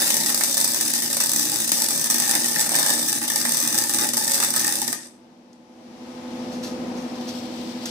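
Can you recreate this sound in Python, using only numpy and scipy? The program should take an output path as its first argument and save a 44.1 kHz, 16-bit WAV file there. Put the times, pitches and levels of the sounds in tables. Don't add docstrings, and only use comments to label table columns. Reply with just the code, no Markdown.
import sys
import numpy as np
from scipy import signal
from scipy.fft import rfft, irfft, next_fast_len
from scipy.io import wavfile
from scipy.ndimage import uniform_filter1d, minimum_filter1d

SR = 44100
rng = np.random.default_rng(int(sys.argv[2]) if len(sys.argv) > 2 else 0)


def file_out(sig):
    cols = np.atleast_2d(sig).T
    lim = np.clip(cols, -1, 1)
    pcm = np.round(lim * 32767).astype(np.int16)
    wavfile.write(sys.argv[1], SR, pcm)


N = 348390
TIME = np.arange(N) / SR
TAPS = 32768
HZ = np.fft.rfftfreq(TAPS, 1 / SR)

RIPPLE_HZ, FIRST_CREST_S, ARC_OUT_S = 119.99, .0025, 4.958
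# time_s, level_db
SIZZLE = [(0.0, -18), (0.14, -24), (1.02, -23.5), (1.28, -27), (1.75, -23), (2.0, -26), (2.3, -24.5),
          (2.85, -25), (3.08, -27), (3.2, -26.5), (3.4, -25.5), (3.66, -27.5), (3.9, -27), (4.04, -23.5),
          (4.12, -33.5), (4.2, -26), (4.6, -27.5), (4.8, -28.5), (4.94, -37)]


def amp(db):
    return 10 ** (np.asarray(db) / 20)


def evened(x):
    return x / np.sqrt(np.mean(x ** 2) + 1e-20)


def curves(rows):
    s, *columns = np.transpose(rows)
    return [np.interp(TIME, s, c) for c in columns]


def read(rows, hz=HZ):
    f, *columns = np.transpose(rows)
    return np.array([np.interp(np.log(hz + 1), np.log(f), c) for c in columns])


def through(x, response):
    return signal.oaconvolve(np.atleast_2d(x), response, axes=1)[:, :N]


def coloured(x, db):
    circle = np.concatenate([db, db[:, -2:0:-1]], axis=1)
    log_gain = circle * np.log(10) / 20
    spectrum = np.exp(np.conj(signal.hilbert(log_gain))[:, :len(HZ)])
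    return through(x, irfft(spectrum)[:, :TAPS // 8])


def split(x, hz):
    return [signal.sosfilt(signal.butter(3, hz, kind, fs=SR, output="sos"), x) for kind in ("low", "high")]


def drift(per_s):
    values = rng.standard_normal(N)
    return evened(np.interp(2 * per_s * TIME, np.arange(N), values))


def diffuse(length):
    # frequency_hz, likeness (0-1)
    likeness = [(40, 0.7), (130, 1), (300, 1), (600, 0.72), (1000, 0), (2000, 0.04)]
    a, b = rfft(rng.standard_normal((2, next_fast_len(length, True))))
    same = np.clip(read(likeness, np.linspace(0, SR / 2, len(a)))[0], -1, 1)
    return irfft([a, same * a + np.sqrt(1 - same ** 2) * b])[:, :length]


def clicks(s, db):
    at = np.clip(np.round(np.asarray(s) * SR).astype(int), 0, N - 1)
    return np.bincount(at, amp(db) * np.sqrt(.003 * SR), N)


def workshop(direct_db, hood_db, room_db, hood_delay_s=(.0016, .0004), hood_spread_s=(.0021, .0017)):
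    # frequency_hz, t60_s
    ring = [(200, 0.44), (530, 0.39), (1400, 0.3), (3700, 0.25), (9700, 0.38), (15000, 0.06)]
    t = TIME[:SR // 2]
    column = lambda pair: np.array(pair)[:, None]
    direct = np.array([signal.unit_impulse(len(t), 6), signal.unit_impulse(len(t))])
    clatter = diffuse(len(t)) * np.exp(-((t - column(hood_delay_s)) / column(hood_spread_s)) ** 2)
    hz, frame_s, z = signal.stft(diffuse(len(t)), SR, nperseg=256)
    decay = amp(-60 * frame_s / read(ring, hz).T)
    tail = signal.istft(z * decay, SR, nperseg=256)[1][:, :len(t)]
    tail *= 1 - np.exp(-t / 0.0015)
    parts = zip((direct, clatter, tail), (direct_db, hood_db, room_db))
    mix = sum(column(amp(db)) * p / np.linalg.norm(p, axis=1, keepdims=True) for p, db in parts)
    paths = rfft(mix, TAPS)
    paths /= np.sqrt(uniform_filter1d(abs(paths) ** 2, size=160, axis=1))
    return irfft(paths)[:, :len(t)]


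def fan():
    # multiple of the blade rate, level_db
    blades = [(1, -60), (2, -66), (3, -74.5), (4, -80.5), (5, -83)]
    # frequency_hz, left_db, right_db
    rush_colour = [(29.7, -33.5, -25.5), (89.5, -11.5, -18), (134.4, -15, -12), (220, 3.5, -1),
                   (276, -5, -11), (329, 2, 3.5), (388, -9.5, -7), (514, -10.5, -5.5), (878, -7.5, -12),
                   (1270, -18, -22.5), (3080, -23.5, -28), (5930, -23.5, -35), (6770, -34, -31.5),
                   (12000, -43.5, -42), (15400, -48.5, -50.5)]
    # time_s, rush_db, hiss_db, tones_db
    turn = [(0, 9, 6, -6), (5.6, 0.5, 3, 2), (6.1, 1, 5.5, 6), (6.4, -1, 3, 5), (6.95, 1.5, 2.5, 5.5),
            (7.3, -1.5, 3, 2.5), (7.9, -2.5, 3.5, 1.5)]
    # time_s, level_db
    whine_level = [(0, -73), (5.7, -71.5), (6.3, -74.5), (6.8, -94), (7.9, -85)]
    blade_hz, whine_hz = 252.6, 864
    rush_db, hiss_db, tone_db = curves(turn)
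    angle = 2 * np.pi * blade_hz * TIME + 0.16 * drift(per_s=4.6)
    tones = 0
    for k, db in blades:
        phase = round(k) * angle + 0.07 * (k - 1) * drift(per_s=22)
        tones = tones + amp(db + 0.69 * k * drift(per_s=8)) * np.cos(phase)
    whine_db = curves(whine_level)[0] + 2 * drift(per_s=3)
    whine = amp(whine_db) * np.cos(2 * np.pi * whine_hz * TIME)
    air = amp(-53.0) * evened(coloured(diffuse(N), read(rush_colour)))
    rush, hiss = split(air, 1800)
    return np.sqrt(2) * (tones + whine) * amp(tone_db) + rush * amp(rush_db) + hiss * amp(hiss_db)


def transformer():
    # multiple of the ripple, idle_db, loaded_db
    hum = [(1, -75.5, -57.5), (2, -53.5, -43), (3, -80, -54), (5, -86, -65.5)]
    # time_s, load (1 = usual)
    arc_load = [(0, 0.92), (3.55, 0.88), (3.85, 1.15), (4.95, 1.12)]
    load = uniform_filter1d((TIME < ARC_OUT_S) * curves(arc_load)[0], size=2000)
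    waver = amp(2.0 * load * drift(per_s=24))
    tones = 0
    for k, idle_db, loaded_db in hum:
        level = amp(idle_db + load * (loaded_db - idle_db))
        tones = tones + level * np.cos(2 * np.pi * round(k) * RIPPLE_HZ * TIME)
    return waver * np.sqrt(2) * tones


def small_sounds():
    # start_s, level_db, rise_s, decay_s
    scuffs = [(6.51, -61, 0.013, 0.053), (6.622, -52, 0.021, 0.037), (6.94, -61.5, 0.04, 0.058),
              (7.15, -62, .004, .015), (7.268, -52, 0.017, 0.027), (7.854, -44, 0.0033, 0.014)]
    # frequency_hz, level_db
    cloth_colour = [(300, -21), (1500, 1), (2500, -3), (4000, 7), (5700, 7), (8000, -4), (12000, -5),
                    (15000, -16)]
    # time_s, level_db ahead of the band filter
    bead_ticks = [(5.531, -39.5), (5.884, -74)]
    stroke = 0
    for s, db, rise, decay in scuffs:
        swell = np.clip((TIME - s) / rise, 0, 1)
        stroke = stroke + amp(db) * swell * np.exp(-np.maximum(TIME - s - rise, 0) / decay)
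    grains = rng.standard_normal(N) * amp(3.0 * drift(per_s=400))
    fibres = evened(coloured(grains, read(cloth_colour)))[0]
    ticks = split(split(clicks(*np.transpose(bead_ticks)), 4800)[1], 6800)[0]
    response = workshop(direct_db=(-6, -6), hood_db=(-2, -2), room_db=(-8, -8))
    return through(stroke * fibres + ticks, response) * amp([[1], [-1]])


def swish():
    # time_s, level_db
    swing = [(0, -100), (6.7, -87), (7.1, -67), (7.25, -58), (7.36, -54.5), (7.5, -59), (7.63, -56),
             (7.76, -59), (7.9, -54)]
    # frequency_hz, left_db, right_db
    sleeve_colour = [(1490, -20.5, -27.5), (2600, -11.5, -9.5), (3020, 0.5, -7), (4700, 2.5, -8.5),
                     (5900, -2.5, -15), (6700, -19.5, -11), (7750, -12, -7), (10060, -17.5, -22)]
    band = coloured(diffuse(N) * amp(1.9 * drift(per_s=300)), read(sleeve_colour))
    return evened(band) * amp(curves(swing)[0] - 5.0 + 1.6 * drift(per_s=18))


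def arc_colour(depth, shift=0):
    # frequency_hz, left_db, right_db
    broad = [(39.97, -43, -28.5), (85, -18, -26), (141, -12, -11), (402, -9, -7), (1150, -9, -4.5),
             (2340, -4, -9), (3020, -4.5, -7), (4760, -2.5, -3.5), (7440, -2.5, -1.5), (10400, -2, 1.5),
             (12100, -2.5, -5), (14050, -3.5, -1.5), (15300, -2.5, -13.5)]
    # frequency_hz, width_hz, left_db, right_db
    resonances = [(154, 29, 9.5, 7.5), (224, 74, 12.5, 9.5), (308.4, 66, 13.5, 13.5), (569, 102, 8, 10),
                  (858.5, 177, 18, 5), (1211, 46, 11.5, -10.5), (1814, 290, 14.5, 6.5), (3184, 260, -9, -1),
                  (3602, 210, 8.5, 4), (4060, 250, 0, -2.5), (4970, 530, 7, 1), (5966, 1020, 10, -4),
                  (7500, 323, -3, 3.5), (7910, 410, 10.5, 3), (8550, 486, -11.5, 12.5)]
    colour_db = read(broad)
    for hz, width, left_db, right_db in resonances:
        scale, centre = (depth, hz * (1 + shift)) if hz > 700 else (1, hz)
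        bell = 1 / (1 + (2 * (HZ - centre) / width) ** 2)
        colour_db = colour_db + scale * np.array([[left_db], [right_db]]) * bell
    return colour_db


def last_fizz():
    # time_s, level_db
    fizz = [(4.9, -88), (4.96, -49), (5.0, -38), (5.06, -41), (5.11, -51), (5.2, -67.5), (5.4, -110)]
    hiss = split(split(rng.standard_normal((2, N)), 700)[1], 10500)[0]
    return coloured(hiss * amp(curves(fizz)[0] + 1.49 * drift(per_s=180)), arc_colour(depth=1.0))


def stalled():
    # relight_s, length_s
    stalls = [(0.263, 0.016), (0.345, 0.015), (0.576, .018), (0.671, 0.016), (0.93, 0.012), (1.1, .016),
              (1.162, 0.0098), (1.67, .02), (1.693, 0.0091), (1.716, .012), (1.888, 0.02), (2.098, .02),
              (2.35, 0.011), (2.693, 0.017), (3.211, 0.023), (3.275, 0.022), (3.443, 0.0077), (4.138, 0.03),
              (4.174, 0.016), (4.268, 0.013), (4.535, 0.019), (4.868, 0.019)]
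    return 1. * np.any([(TIME > s - length) & (TIME < s) for s, length in stalls], axis=0)


def shorts(share=.38, lag_s=.0004, jitter_s=.0008, over_sizzle_db=13, spread_db=3.5, most_db=-13.5):
    # time_s, crack_db, puff_db
    loud_bursts = [(0.0434, -10.5, -28), (0.0702, -11, -19), (0.0776, -7, -23.5), (0.1036, -2.5, -16.5),
                   (0.1333, -10.5, -33), (0.1418, -3, -32), (0.1678, -3, -28), (0.2606, -5, -22.5),
                   (0.267, -9, -34), (0.293, -9.5, -16), (0.301, -7, -18), (0.3255, -12.5, -26),
                   (0.3453, -3.5, -23), (0.3762, -7, -23), (0.4092, -7.5, -10), (0.4362, -1, -22),
                   (0.4444, -8, -29), (0.47, -16, -29), (0.4954, -11, -26), (0.5434, -8, -28),
                   (0.57, -5.5, -15), (0.578, -4, -25), (0.602, -5.5, -22), (0.612, -4, -28.5),
                   (0.6444, -2, -32), (0.735, -9, -32), (0.7449, -5, -20), (0.81, -4, -24),
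                   (0.8523, -10.5, -23), (0.9363, -5, -19), (1.0217, -10, -18), (1.1012, -10.5, -24),
                   (1.1293, -6.5, -23), (1.1685, -6, -16), (1.2027, -3.5, -10), (1.2113, -5.5, -36),
                   (1.237, -5.5, -26), (1.26, -9, -36), (1.2938, -5, -31), (1.317, -5.5, -28),
                   (1.3346, -5, -30), (1.3613, -3.5, -29), (1.3945, -3.5, -27), (1.4087, -10, -44),
                   (1.4287, -7.5, -33), (1.4528, -8, -31), (1.4966, -8, -27), (1.5183, -8.5, -23),
                   (1.5413, -10, -32), (1.559, -7, -25), (1.6023, -7, -33), (1.677, -9, -26),
                   (1.693, -8, -24), (1.718, 1, -16.5), (1.7544, -13, -32), (1.7783, -10.5, -24),
                   (1.8018, -10, -25), (1.8197, -3, -18), (1.8422, -7.5, -35), (1.886, -7, -35),
                   (1.9074, -6.5, -22), (1.9765, -10, -28.5), (1.9958, -10, -27), (2.0132, -8.5, -32),
                   (2.0282, -17.5, -29), (2.0425, -5.5, -31), (2.0596, -9, -14), (2.101, -2, -22),
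                   (2.109, -3, -28), (2.1433, -3.5, -17), (2.1622, -14.5, -25.5), (2.183, -6, -25.5),
                   (2.2, -3.5, -24.5), (2.2211, -8.5, -16.5), (2.2777, -9, -25), (2.2864, -12, -19),
                   (2.2937, -4.5, -32), (2.3021, -10, -37), (2.3113, -2.5, -24), (2.318, -10.5, -25),
                   (2.341, -12, -21), (2.3521, -3, -23.5), (2.4436, -7, -17), (2.4595, -6.5, -26),
                   (2.484, -10, -25), (2.5336, -15, -34), (2.5591, -10, -10.5), (2.586, -9, -17.5),
                   (2.5939, -5.5, -23), (2.6031, -7.5, -19), (2.6107, -4.5, -18), (2.6922, -7.5, -16.5),
                   (2.719, -9, -33), (2.7432, -8, -12), (2.7532, -4, -29), (2.7622, -6, -29),
                   (2.7872, -5, -26), (2.7947, -5, -20), (2.8033, -14, -31), (2.8285, -5.5, -13),
                   (2.8527, -15, -23), (2.8626, -4, -16), (2.8709, -11.5, -29), (2.884, -7, -33),
                   (2.8932, -5.5, -32), (2.9026, -4.5, -28), (2.9279, -9, -21), (2.9358, -6.5, -27),
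                   (2.9926, -10, -24), (3.0852, -6.5, -22), (3.0948, -7.5, -35), (3.1022, -18, -24.5),
                   (3.1279, -6.5, -25), (3.215, -18, -15.5), (3.2374, -13, -19), (3.2786, -11.5, -21),
                   (3.3006, -6, -19), (3.359, -3.5, -16), (3.4128, -10, -34), (3.451, -9, -9.5),
                   (3.4622, -12, -27.5), (3.4925, -8, -20), (3.5207, -5, -30), (3.5455, -9, -21.5),
                   (3.57, -6, -17), (3.5784, -11, -26), (3.6016, -6.5, -21), (3.6125, -12, -27),
                   (3.626, -8, -24.5), (3.65, -10.5, -16.5), (3.6755, -5, -20), (3.6848, -14, -29),
                   (3.726, -9.5, -20), (3.744, -8, -17), (3.7518, -9, -24), (3.7776, -5.5, -37),
                   (3.7854, -2.5, -24), (3.813, -13, -20), (3.82, -12, -33), (3.8376, -9, -17),
                   (3.8946, -6.5, -18), (3.9369, -7, -16), (3.9448, -5, -22), (3.986, -7, -13),
                   (4.0115, -7.5, -31), (4.0198, -17, -21), (4.0448, -9, -20), (4.0893, -7, -22.5),
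                   (4.135, -7.5, -13.5), (4.1438, -10, -34), (4.1697, -4.5, -15.5), (4.1774, -6, -33),
                   (4.195, -14, -27), (4.2242, -12, -20), (4.2781, -6.5, -18), (4.2956, -11, -16),
                   (4.311, -9, -22.5), (4.3179, -5, -29), (4.336, -7, -22), (4.3434, -5, -30),
                   (4.3522, -7.5, -39), (4.3782, -10.5, -18), (4.4018, -6, -12.5), (4.4263, -8, -11),
                   (4.4356, -4.5, -19), (4.4458, -7, -24), (4.5045, -7.5, -23), (4.538, -10, -13),
                   (4.5624, -4.5, -12.5), (4.5685, -8, -23), (4.5782, -11, -32), (4.595, -6.5, -21),
                   (4.6028, -10.5, -20), (4.6124, -11, -35), (4.6443, -8, -12), (4.6683, -8, -18),
                   (4.6784, -6.5, -16), (4.6916, -11, -23), (4.724, -7.5, -22), (4.7546, -9, -22),
                   (4.817, -9, -14.5), (4.8787, -8, -17), (4.921, -18, -26), (4.9282, -8.5, -18)]
    loud = np.array(loud_bursts) + [.0002, 0, 0]
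    crests = np.arange(FIRST_CREST_S, ARC_OUT_S - 1 / RIPPLE_HZ, 1 / RIPPLE_HZ)
    late, size, growth = rng.standard_normal((len(crests), 3)).T
    free = abs(crests[:, None] - loud[:, 0]).min(axis=1) > 1 / (2 * RIPPLE_HZ)
    droplets = np.floor(np.cumsum(free * share * (1 + np.tanh(growth) / 2)))
    falls = np.diff(droplets, prepend=0) > 0
    s = np.clip(crests + lag_s + jitter_s * late, 0, ARC_OUT_S)
    db = np.interp(s, *np.transpose(SIZZLE)) + over_sizzle_db + spread_db * size
    db = np.minimum(db, most_db)
    falls &= np.interp(s, TIME, stalled()) < .5
    small = np.column_stack([s, db, db - 11.5])[falls]
    return np.vstack([loud, small])


def pops(rows, swell_s=0.00022, burst_s=0.0002, necking_s=0.0015, spit_s=0.0005, spit_db=-16.0,
         low_db=-7, snap_db=12, variety_db=4):
    lead = SR // 200
    t = np.arange(-lead, lead) / SR
    noise = rng.standard_normal((N // len(t), len(t)))
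    stretch = amp(variety_db * np.clip(noise[:, :1], -2, 2))
    peak = lambda rise, fall: np.exp(np.minimum(t / rise, -t / fall))
    shape = peak(swell_s * stretch, burst_s * stretch) + amp(spit_db) * peak(necking_s, spit_s)
    spectra = rfft(shape * noise + amp(snap_db) * (t == 0))
    bursts = irfft(spectra / abs(spectra), len(t))
    force = np.zeros(N + 2 * len(t))
    for (s, db, _), burst in zip(rows, bursts):
        force[round(s * SR):][:len(t)] += amp(db) * np.sqrt(.003 * SR) * burst
    low, high = split(force[lead:lead + N], 3630)
    return high + amp(low_db) * low


def puffs(rows, rise_s=0.0011, fall_s=0.0036, puff_db=-0.8):
    t = TIME[:SR // 20]
    strikes = np.bincount((rows[:, 0] * SR).astype(int), amp(rows[:, 2] + puff_db), N)
    puff = (1 - np.exp(-t / rise_s)) * np.exp(-t / fall_s)
    swell = through(strikes, puff[None])[0]
    return swell * evened(split(split(rng.standard_normal(N), 870)[1], 3260)[0])


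def crackle(sizzle_db, crack_db=-3, spread_db=6.0, jitter_s=.0011):
    crests = np.arange(FIRST_CREST_S, ARC_OUT_S, 1 / RIPPLE_HZ)
    late, size = rng.standard_normal((len(crests), 2)).T
    db = np.interp(crests, TIME, sizzle_db) + crack_db + spread_db * np.minimum(size, 1.5)
    return clicks(crests + jitter_s * late, db)


def spatter(sizzle_db, per_s=560, spread_db=5.5, grain_db=9.5, bunching=.8):
    rate = per_s * (1 + bunching * np.cos(2 * np.pi * RIPPLE_HZ * (TIME - FIRST_CREST_S)))
    size = amp(spread_db * np.minimum(rng.exponential(1, N), 3.5)) * rng.choice([-1, 1], N)
    flecks = (rng.random(N) < rate / SR) * size * amp(sizzle_db + grain_db)
    return split(flecks, 3150)[1]


def burning(rows, short_s=0.019, choke_db=3, after_db=-1.5, after_s=0.0071, full_pop_db=-0.5, stall_db=-9.5):
    db = np.zeros(N + SR)
    lead = SR // 20
    t = np.arange(-lead, lead) / SR
    before = -choke_db * np.exp(-(t / short_s) ** 2)
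    shape = np.where(t < 0, before, after_db * np.exp(-abs(t) / after_s))
    for s, pop_db, _ in rows:
        db[round(s * SR):][:len(t)] += min(amp(pop_db - full_pop_db), 1) * shape
    return amp(db[lead:lead + N] + stall_db * stalled()) * (TIME < ARC_OUT_S)


def weaving(source, paths, weave_per_s=1.3, count=8):
    place = count * weave_per_s * TIME + drift(per_s=2)
    heard = 0
    for k in range(count):
        near = np.maximum(1 - abs((place - k) % count - count / 2), 0)
        heard = heard + through(source * near ** .6, workshop(*paths))
    return heard


def arc():
    # time_s, level_db
    pool = [(0.0, -21), (0.16, -40.5), (1.99, -41), (2.35, -22), (2.38, -35), (2.87, -21.5), (3.03, -35.5),
            (3.82, -30), (3.85, -44), (4.04, -24), (4.13, -52), (4.14, -30), (4.21, -35.5), (4.44, -28.5),
            (4.53, -40), (4.57, -25.5), (4.8, -42), (4.94, -38)]
    # time_s, share of the late colour (0-1)
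    travel = [(0, 0), (1.8, 0.16), (2.5, 0.46), (3.5, 0.61), (4.9, 0.66)]
    # left_db, right_db
    near_paths_db = [(-12, -3.5), (-0.5, -2.2), (-10.5, -16)]
    # left_db, right_db
    far_paths_db = [(-40, -42), (-29, -25.5), (7, 19)]
    (sizzle_db,), (flutter_db,), bursts = curves(SIZZLE), curves(pool), shorts()

    ripple = np.cos(2 * np.pi * RIPPLE_HZ * (TIME - FIRST_CREST_S))
    unrest = np.tanh(drift(per_s=110))
    grains = rng.standard_normal(N) * amp(6.2 * np.minimum(drift(per_s=2000), 2))
    plasma = evened(split(grains, 3000)[1] * amp(1.7 * ripple + 5.6 * unrest))
    sizzle = plasma * amp(sizzle_db + 1.24)
    pool_noise = evened(split(rng.standard_normal(N), 4300)[0] * amp(6.3 * ripple + 5.2 * unrest))
    rumble, buzz = split(pool_noise, 488)
    rumble_db = -28 + 0.3 * (flutter_db - flutter_db.mean())
    flutter = buzz * amp(flutter_db - 2.0) + rumble * amp(rumble_db)
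    steady = crackle(sizzle_db) + spatter(sizzle_db) + sizzle + flutter
    source = amp(-3.5) * pops(bursts) + puffs(bursts) + steady * burning(bursts)

    heard = weaving(source, near_paths_db) * amp([[-2.9], [-2.1]])
    room = coloured(weaving(source, far_paths_db), arc_colour(depth=0.91)) * amp([[-5], [-8]])
    up = (1 + np.tanh(2 * drift(per_s=5))) / 2
    tunings = ((up, .006), (1 - up, -.006))
    wandering = lambda depth, db: sum(
        coloured(heard * share, arc_colour(depth, shift) + db) for share, shift in tunings)
    top_lift_db = 1.5 / (1 + (9540 / (HZ + 1)) ** 10)
    early = wandering(depth=0.76, db=0) * amp([[1.1], [-.5]])
    late = wandering(depth=1.28, db=top_lift_db) * amp([[-1.3], [-.8]])
    deep = np.clip(curves(travel)[0], 0, 1)
    return (1 - deep) * early + deep * late + room


def scene():
    return arc() + last_fizz() + transformer() + fan() + swish() + small_sounds()


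def record(dry, threshold_db=-44, range_db=18, hold_s=0.68, recover_db_per_s=23):
    power_db = 10 * np.log10(abs(uniform_filter1d((dry ** 2).mean(0), size=1500)) + 1e-12)
    cut_db = np.clip(power_db - threshold_db, 0, range_db)
    hold = int(hold_s * SR)
    cut_db = -minimum_filter1d(-cut_db, hold, origin=(hold - 1) // 2)
    slope = recover_db_per_s * TIME
    cut_db = np.maximum.accumulate(cut_db + slope) - slope
    rounded = np.tanh(dry * amp(range_db - cut_db))
    low_pass = signal.firwin(401, 15600, window=("kaiser", 7), fs=SR)
    return signal.oaconvolve(rounded, low_pass[None], "same")


dry = scene()
out = record(dry)
file_out(out)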